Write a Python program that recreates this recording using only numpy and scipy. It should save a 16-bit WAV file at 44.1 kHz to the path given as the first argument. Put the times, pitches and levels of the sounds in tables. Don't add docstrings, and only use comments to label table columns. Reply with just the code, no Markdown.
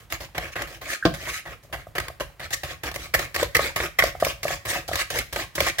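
import sys
import numpy as np
from scipy import signal
from scipy.fft import rfft, irfft
from scipy.io import wavfile
from scipy.ndimage import uniform_filter1d

SR = 44100
rng = np.random.default_rng(int(sys.argv[2]) if len(sys.argv) > 2 else 0)


def materialize(psi):
    bounded = np.clip(np.atleast_2d(psi).T, -1, 1)
    quanta = np.round(bounded * 32767).astype(np.int16)
    wavfile.write(sys.argv[1], SR, quanta)


N = 255777

# (frequency [Hz], relative level [dB])
QUIET_SPECTRUM = [(25, -65), (55, -65), (200, -36.5), (2000, -45.5), (8000, -60.5)]
# (frequency [Hz], t60 [s])
KITCHEN_DECAY = [(100, 0.13), (2000, 0.36), (15000, 0.29)]
# (frequency [Hz], left minus right [dB])
PORT_BALANCE = [(120, -1), (450, 2), (1500, -2.5), (4500, 1.5), (9000, 0.5), (13000, -5.5)]
# (frequency [Hz], relative level [dB])
FLEX_SPECTRUM = [(28, 0), (54, 6.5), (160, -2.5), (210, -21), (600, -32.5)]
# (frequency [Hz], width [Hz], lift [dB])
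BOWL_RESONANCES = [(332, 117, 12), (562, 108, 10.5), (703, 102, 8.5), (1116, 46, 12.5), (1247.4, 49, 11.5),
                   (1646, 345, 6), (2200, 23, 0.5)]
# (frequency [Hz], relative level [dB], t60 [s])
BODY_MODES = [(159, -4.5, 0.051), (309, 0, 0.1), (465, -12, 0.075), (669, -6.5, 0.17)]
# (frequency [Hz], relative level [dB])
CRACK_SPECTRUM = [(700, -2), (4500, -5.5), (9000, -28)]
# (frequency [Hz], relative level [dB])
SHUDDER_SPECTRUM = [(60, -1), (165, 27), (260, 2), (800, -5), (1300, -20), (5000, -35)]
# (time [s], level [dB], starting pitch [Hz])
AIR_POCKETS = [ (1.052, -9.5, 672), (1.869, -31, 605), (2.101, -29.5, 613), (2.208, -18, 544),
               (3.428, -11, 507), (3.593, -14.5, 573), (4.038, -9.5, 578), (4.151, -24.5, 650),
               (4.225, -6, 596), (4.267, -13, 561), (4.453, -14, 590), (4.506, -18, 635),
               (4.761, -24.5, 634), (4.89, -20, 660), (4.914, -19, 603), (5.607, -14, 530)]
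# (time of hardest pressure [s], relative level [dB], half length [s], treble [dB])
BARE_RASPS = [ (.532, -39.5, 0.0088, -5), (.927, -26.5, 0.032, -3.5), (1.296, -28.5, 0.012, -4),
              (1.355, -32, 0.04, 0.5), (2.54, -21, 0.0089, 5.5), (4.703, -25.5, 0.018, 4),
              (5.008, -24, 0.018, -2.5), (5.686, -22.5, 0.017, -6.5)]
# (frequency [Hz], relative level [dB])
RASP_SPECTRUM = [(300, -12), (900, -9), (1800, 4.5), (7000, 3), (14000, -7.5)]
# (frequency [Hz], relative level [dB])
SCRAPE_SPECTRUM = [(220, -2.5), (500, 0), (900, -3.5), (1700, 3.5), (3800, 3), (7000, -2), (9000, -8.5),
                   (14000, -9)]
# (frequency [Hz], relative level [dB])
STRIKE_SPECTRUM = [(150, -2), (220, -15), (480, -4.5), (950, -2.5), (1400, -5), (1950, 2.5), (2600, -3),
                   (9000, -18.5), (12000, -15.5), (16000, -21)]
# (time [s], relative level [dB], treble [dB])
WIRE_SNAPS = [ (0.122, -21, 11), (0.379, -18.5, 4.5), (.619, -22.5, 4), (1.981, -17, 5.5),
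              (1.999, -23, 3.5), (2.081, -28, 5), (2.633, -29, 9), (2.913, -30.5, 5), (2.959, -23.5, 8.5),
              (3.191, -21, 7), (3.361, -18, 6.5), (3.397, -22, -18), (3.428, -20.5, 11),
              (3.565, -13.5, 10.5), (3.591, -17, -6), (3.801, -19.5, -10), (4.022, -13, -9),
              (4.037, -21, 21), (4.247, -18, 15), (4.48, -23.5, 3), (4.931, -21.5, 5.5), (4.955, -19, 12.5),
              (5.186, -18, 20), (5.36, -20, 6), (5.579, -19, -24), (5.603, -13, 8.5), (5.666, -17.5, 2),
              (5.794, -13, -3)]
# (landing time [s], landing level [dB],
# sweep level [dB], landing to hardest pressure [s], landing treble [dB]); levels are relative
WHISK_STROKES = [ (0, -53, -61, 0.041, 8.5), (0.1, -42.5, -33.5, 0.04, 10), (.202, -37.5, -39.5, 0.04, 5.5),
                 (.347, -35.5, -36.5, 0.099, -2), (.555, -30, -33, 0.063, -5), (0.671, -42, -42, 0.069, 8),
                 (.812, -39.5, -37.5, 0.048, 6), (1.138, -34, -36, 0.12, 8.5),
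                 (1.453, -38, -41, 0.064, -3.5), (1.628, -56, -68, 0.05, 15),
                 (1.726, -30, -45.5, 0.072, 1.5), (1.951, -30.5, -42, 0.083, 0.5),
                 (2.199, -29.5, -59, 0.083, 3), (2.395, -38, -36, 0.05, 0.5), (2.504, -36.5, -50, 0.06, 9),
                 (2.633, -32, -36, 0.074, 5), (2.833, -31.5, -31, 0.043, 6.5), (2.941, -35, -39, 0.092, 13),
                 (3.138, -10, -31, 0.079, 8), (3.343, -26.5, -28.5, 0.072, 11.5),
                 (3.547, -8.5, -28, 0.1, 10.5), (3.759, -22, -27.5, .075, 6.5), (3.986, -5, -30, 0.074, 9),
                 (4.199, -34.5, -30, 0.083, 13.5), (4.43, -28.5, -28.5, 0.087, 12.5),
                 (4.651, -31.5, -28.5, 0.1, 4.5), (4.878, -33, -31, 0.1, 15),
                 (5.101, -28, -27.5, 0.074, 11), (5.325, -30.5, -30, 0.077, 14),
                 (5.552, -28.5, -28, 0.08, 17), (5.783, -22, -35, 0.054, 15.5)]

TWANG_S, THUD_S, THUD_DB = 1.0225, 1.0525, -13.5
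USUAL_LANDING_DB, USUAL_PEAK_S = -28, 0.075
LANDING_FADE_S, SNAP_FADE_S, FADE_POWER = 0.026, 0.0059, 1.5
FADE_HALVES_DB, BARE_HALVES_DB = 26.5, 22
RISE_S, RISE_DOUBLES_DB = 0.0015, 9.5
SWEEP_HALF_S, SWEEP_STRETCH_POWER = 0.036, 0.98
SWEEP_TREBLE_DB, SWEEP_TREBLE_SHARE = -3, 0.57
TAPS = 4096
HZ = np.fft.rfftfreq(TAPS, 1 / SR)


def gain_of(db):
    return 10 ** (np.asarray(db) / 20)


def evened(x):
    return x / np.sqrt(np.mean(x ** 2) + 1e-20)


def read(points, hz):
    point_hz, value = np.transpose(points)
    return np.interp(np.log(hz + 1), np.log(point_hz + 1), value)


def add(mix, time_s, sound):
    start = round(time_s * SR)
    sound = sound[..., max(-start, 0):]
    part = mix[:, max(start, 0):][:, :sound.shape[-1]]
    part += sound[..., :part.shape[1]]


def colour(x, db):
    both_sides_db = np.r_[db, db[-2:0:-1]]
    phase = -signal.hilbert(np.log(gain_of(both_sides_db))).imag[:len(db)]
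    impulse = irfft(gain_of(db) * np.exp(1j * phase))
    return signal.fftconvolve(x, impulse[None], axes=1)


def bump(centre_hz, width_hz):
    return 1 / (1 + (2 * (HZ - centre_hz) / width_hz) ** 2)


def treble(corner_hz=3000):
    return 1 - 1 / (1 + np.square(HZ / corner_hz) ** 2)


def effort(x, settle_s):
    r = np.exp(-1 / (settle_s * SR))
    return signal.lfilter([1 - r], [1, -r], (x ** 2).mean(0)) + 1e-12


def noise(spectrum, alike, swell=1):
    shared, alike = rng.standard_normal(N), np.clip(alike, 0, 1)
    own = rng.standard_normal((2, N))
    x = swell * (np.sqrt(alike) * shared + np.sqrt(1 - alike) * own)
    gain = gain_of(read(spectrum, np.fft.rfftfreq(2 * N, 1 / SR)))
    return evened(irfft(rfft(x, 2 * N) * gain)[:, :N])


def ticks(size, per_s, spread_db, lag_s=0.00011, scatter_s=0.00008):
    force = (rng.random(size) < per_s / SR) * rng.choice([-1, 1], size)
    force = force * gain_of(spread_db * np.minimum(rng.exponential(1, size), np.pi))
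    lag = np.round((lag_s + scatter_s * rng.standard_normal(size)) * SR).astype(int)
    left = np.bincount((np.arange(size) + lag) % size, force, size)
    return evened(np.array([left, force]))


def through_bowl(drive, spectrum, extra_db, pressure, place_db=0, grain_hz=300, detune=0.027):
    load = 1 + detune * rng.standard_normal()
    rings_db = sum(bump(hz * load, width_hz) * lift_db for hz, width_hz, lift_db in BOWL_RESONANCES)
    grain = bump(SR / 4, grain_hz) ** 2
    place = evened(signal.fftconvolve(rng.standard_normal(len(HZ)), grain, "same"))
    x = colour(drive, read(spectrum, HZ) + rings_db + extra_db + place_db * place)
    return x * np.sqrt(2 * np.sum(pressure ** 2) / (np.sum(x ** 2) + 1e-20))


def quiet_room(level_db=-60):
    return gain_of(level_db) * noise(QUIET_SPECTRUM, alike=0.78)


def kitchen(x, first_s=0.0005, build_s=0.017):
    taps = rng.choice([-1., 1.], (2, SR // 2)) * (rng.random((2, SR // 2)) < 4000 / SR)
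    hz, t, bands = signal.stft(taps, SR, nperseg=256)
    decay_db = -60 * t / read(KITCHEN_DECAY, hz)[:, None]
    tail = signal.istft(bands * gain_of(decay_db), SR, nperseg=256)[1]
    tail = tail * np.clip((np.arange(tail.shape[1]) / SR - first_s) / build_s, 0, 1)
    return signal.fftconvolve(x, tail / np.linalg.norm(tail[0]), axes=1)[:, :N]


def wobble(blows, level_db=-41, follow_power=0.24, settle_s=0.011):
    swell = effort(blows, settle_s) ** follow_power
    return gain_of(level_db) * noise(FLEX_SPECTRUM, alike=0.79, swell=swell)


def thud(twang_hz=1590, twang_db=-23, twang_fade_s=0.021, crack_db=-10, crack_s=0.01,
         shudder_db=-20, shudder_s=0.033):
    out, t = np.zeros((2, N)), np.arange(SR // 2) / SR
    grip = signal.fftconvolve(rng.standard_normal(len(t)), np.hanning(SR // 200), "same")
    slips = evened(grip) * np.exp(-t / twang_fade_s) * (1 - np.exp(-t / RISE_S))
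    add(out, TWANG_S, gain_of(twang_db) * slips * np.sin(2 * np.pi * twang_hz * t))
    for hz, db, t60_s in BODY_MODES:
        add(out, THUD_S, gain_of(THUD_DB + db - 60 * t / t60_s) * np.sin(2 * np.pi * hz * t))
    bursts = (crack_db, crack_s, CRACK_SPECTRUM), (shudder_db, shudder_s, SHUDDER_SPECTRUM)
    for db, fade_s, spectrum in bursts:
        settle = np.exp(-t / fade_s)
        drive = settle * ticks(len(t), per_s=2600, spread_db=0.5)
        add(out, THUD_S, gain_of(db) * through_bowl(drive, spectrum, 0, settle))
    return out


def drips(count=36, level_db=-45, low_hz=500, high_hz=820):
    return [(when * N / SR, level_db, low_hz + (high_hz - low_hz) * size)
            for when, size in rng.random((count, 2))]


def plops(glide=0.064, cycles=3.26, rise_s=0.00039, ring_hz=562, ring_db=-26, ring_s=0.077,
          overtone_ratio=1.82, overtone_db=-11):
    out, t = np.zeros((2, N)), np.arange(SR // 6) / SR
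    ring = gain_of(ring_db) * np.exp(-t / ring_s) * np.sin(2 * np.pi * ring_hz * t)
    for time_s, db, hz in AIR_POCKETS + drips():
        age = t * hz / cycles
        angle = 2 * np.pi * hz * t * (1 + glide * age)
        modes = np.sin(angle) + gain_of(overtone_db) * np.sin(overtone_ratio * angle)
        throb = np.exp(-age ** 2) * modes
        add(out, time_s, gain_of(db) * (1 - np.exp(-t / rise_s)) * (throb + ring))
    return out


def froth(whisk, level_db=-9.0, per_s=45, spread_db=8, cycles=5, low_hz=480, high_hz=3300, tilt_power=0.19):
    out, t = np.zeros((2, N)), np.arange(SR // 20) / SR
    stir = np.sqrt(effort(whisk, settle_s=0.0013))
    for hz in np.geomspace(low_hz, high_hz, 20):
        age = t * hz / cycles
        ring = age * np.exp(-2 * age) * np.sin(2 * np.pi * hz * t)
        bursts = stir * ticks(N, per_s, spread_db)
        bubbles = signal.oaconvolve(bursts, ring[None], axes=1)[:, :N]
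        out += (hz / low_hz) ** tilt_power * bubbles
    return gain_of(level_db) * whisk.std() * evened(out)


def splashing(x, patch_db=3, patch_hz=520, patch_s=0.021):
    hz, t, bands = signal.stft(x, SR, nperseg=256, noverlap=192)
    patches = rng.standard_normal((len(t), len(hz))).T
    for axis, cells in enumerate([patch_hz / hz[1], patch_s / t[1]]):
        patches = uniform_filter1d(patches, max(round(cells), 1), axis)
    flare = evened(gain_of(patch_db * evened(patches)))
    return signal.istft(bands * flare, SR, nperseg=256, noverlap=192)[1][:, :N]


def sweeps():
    rows = []
    for time_s, _, db, peak_s, treble_db in WHISK_STROKES:
        half_s = SWEEP_HALF_S * (peak_s / USUAL_PEAK_S) ** SWEEP_STRETCH_POWER
        rows.append((time_s + peak_s, db, half_s, SWEEP_TREBLE_DB + SWEEP_TREBLE_SHARE * treble_db))
    return rows


def scrapes(rows, spectrum, hollow_hz=2100, climb_octaves=0.13, hollow_width_hz=340, hollow_db=5,
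            level_db=1.0, judder_db=1, judder_s=0.0032, release=1.274, squareness=2.31, hollow_growth_db=3):
    out, t = np.zeros((2, N)), np.arange(-SR // 7, SR // 7) / SR
    r = np.exp(-np.pi * hollow_width_hz / SR)
    for time_s, db, half_s, treble_db in rows:
        travel = t / half_s
        pressure = np.exp(-np.where(travel > 0, release * travel, -travel) ** squareness / 2)
        catches = uniform_filter1d(rng.standard_normal(len(t)), max(int(judder_s * SR), 1))
        drive = pressure * gain_of(judder_db * evened(catches)) * ticks(len(t), per_s=9000, spread_db=2.5)
        glide_hz = hollow_hz * 2 ** (climb_octaves * np.clip(travel, -2, 2))
        turn = np.exp(2j * np.pi * np.cumsum(glide_hz) / SR)
        hollow = 2 * (turn * signal.lfilter([1 - r], [1, -r], drive / turn)).real
        hollow = hollow * gain_of(hollow_growth_db * np.clip(travel, -2, 2))
        mixed = drive + gain_of(hollow_db) * hollow
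        sound = through_bowl(mixed, spectrum, treble_db * treble(), pressure, place_db=1.73)
        add(out, time_s + t[0], gain_of(db + level_db) * sound)
    return out


def wire_hits():
    hits = [(time_s, db, RISE_S, SNAP_FADE_S, treble_db) for time_s, db, treble_db in WIRE_SNAPS]
    for time_s, db, _, _, treble_db in WHISK_STROKES:
        harder_db = db - USUAL_LANDING_DB
        halvings = harder_db / FADE_HALVES_DB + treble_db / BARE_HALVES_DB
        rise_s = RISE_S * 2 ** (max(harder_db, 0) / RISE_DOUBLES_DB)
        hits.append((time_s, db, rise_s, LANDING_FADE_S / 2 ** halvings, treble_db))
    return hits


def clatters(level_db=4.0, clack_hz=2080, clack_width_hz=560, clack_db=12.5, hard_db=-19):
    out, t = np.zeros((2, N)), np.arange(SR // 5) / SR
    for time_s, db, rise_s, fade_s, treble_db in wire_hits():
        pressure = (1 - np.exp(-t / rise_s)) * np.exp(-(t / fade_s) ** FADE_POWER)
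        drive = pressure * ticks(len(t), per_s=3600, spread_db=2.5)
        bare = 1 / (1 + gain_of(hard_db - db) ** 2)
        extra_db = treble_db * treble() + clack_db * bare * bump(clack_hz, clack_width_hz)
        sound = through_bowl(drive, STRIKE_SPECTRUM, extra_db, pressure, place_db=2.5)
        add(out, time_s, gain_of(db + level_db) * sound)
    return out


def scene(room_db=-12, egg_room_db=-11, drag=0.57):
    strikes, rubs = clatters(), scrapes(sweeps(), SCRAPE_SPECTRUM)
    slaps, knock = plops(), thud()
    film = splashing(rubs + scrapes(BARE_RASPS, RASP_SPECTRUM))
    whisk = strikes + film + froth(rubs + 0.5 * (strikes + slaps))
    room = kitchen(gain_of(room_db) * whisk + gain_of(egg_room_db) * (slaps + knock))
    rumble = wobble(strikes + slaps + drag * (rubs + knock))
    return whisk + slaps + knock + rumble + room + quiet_room()


def record(dry, low_cut_hz=44, band_limit_hz=15950):
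    balance_db = read(PORT_BALANCE, np.fft.rfftfreq(2 * N, 1 / SR))
    ports = irfft(rfft(dry, 2 * N) * gain_of(np.outer([0.5, -0.5], balance_db)))[:, :N]
    ports = signal.sosfilt(signal.butter(6, low_cut_hz, "high", fs=SR, output="sos"), ports)
    low_pass = signal.firwin(511, band_limit_hz, window=("kaiser", 9), fs=SR)
    return signal.oaconvolve(ports, low_pass[None], "same")


dry = scene()
out = record(dry)
materialize(out)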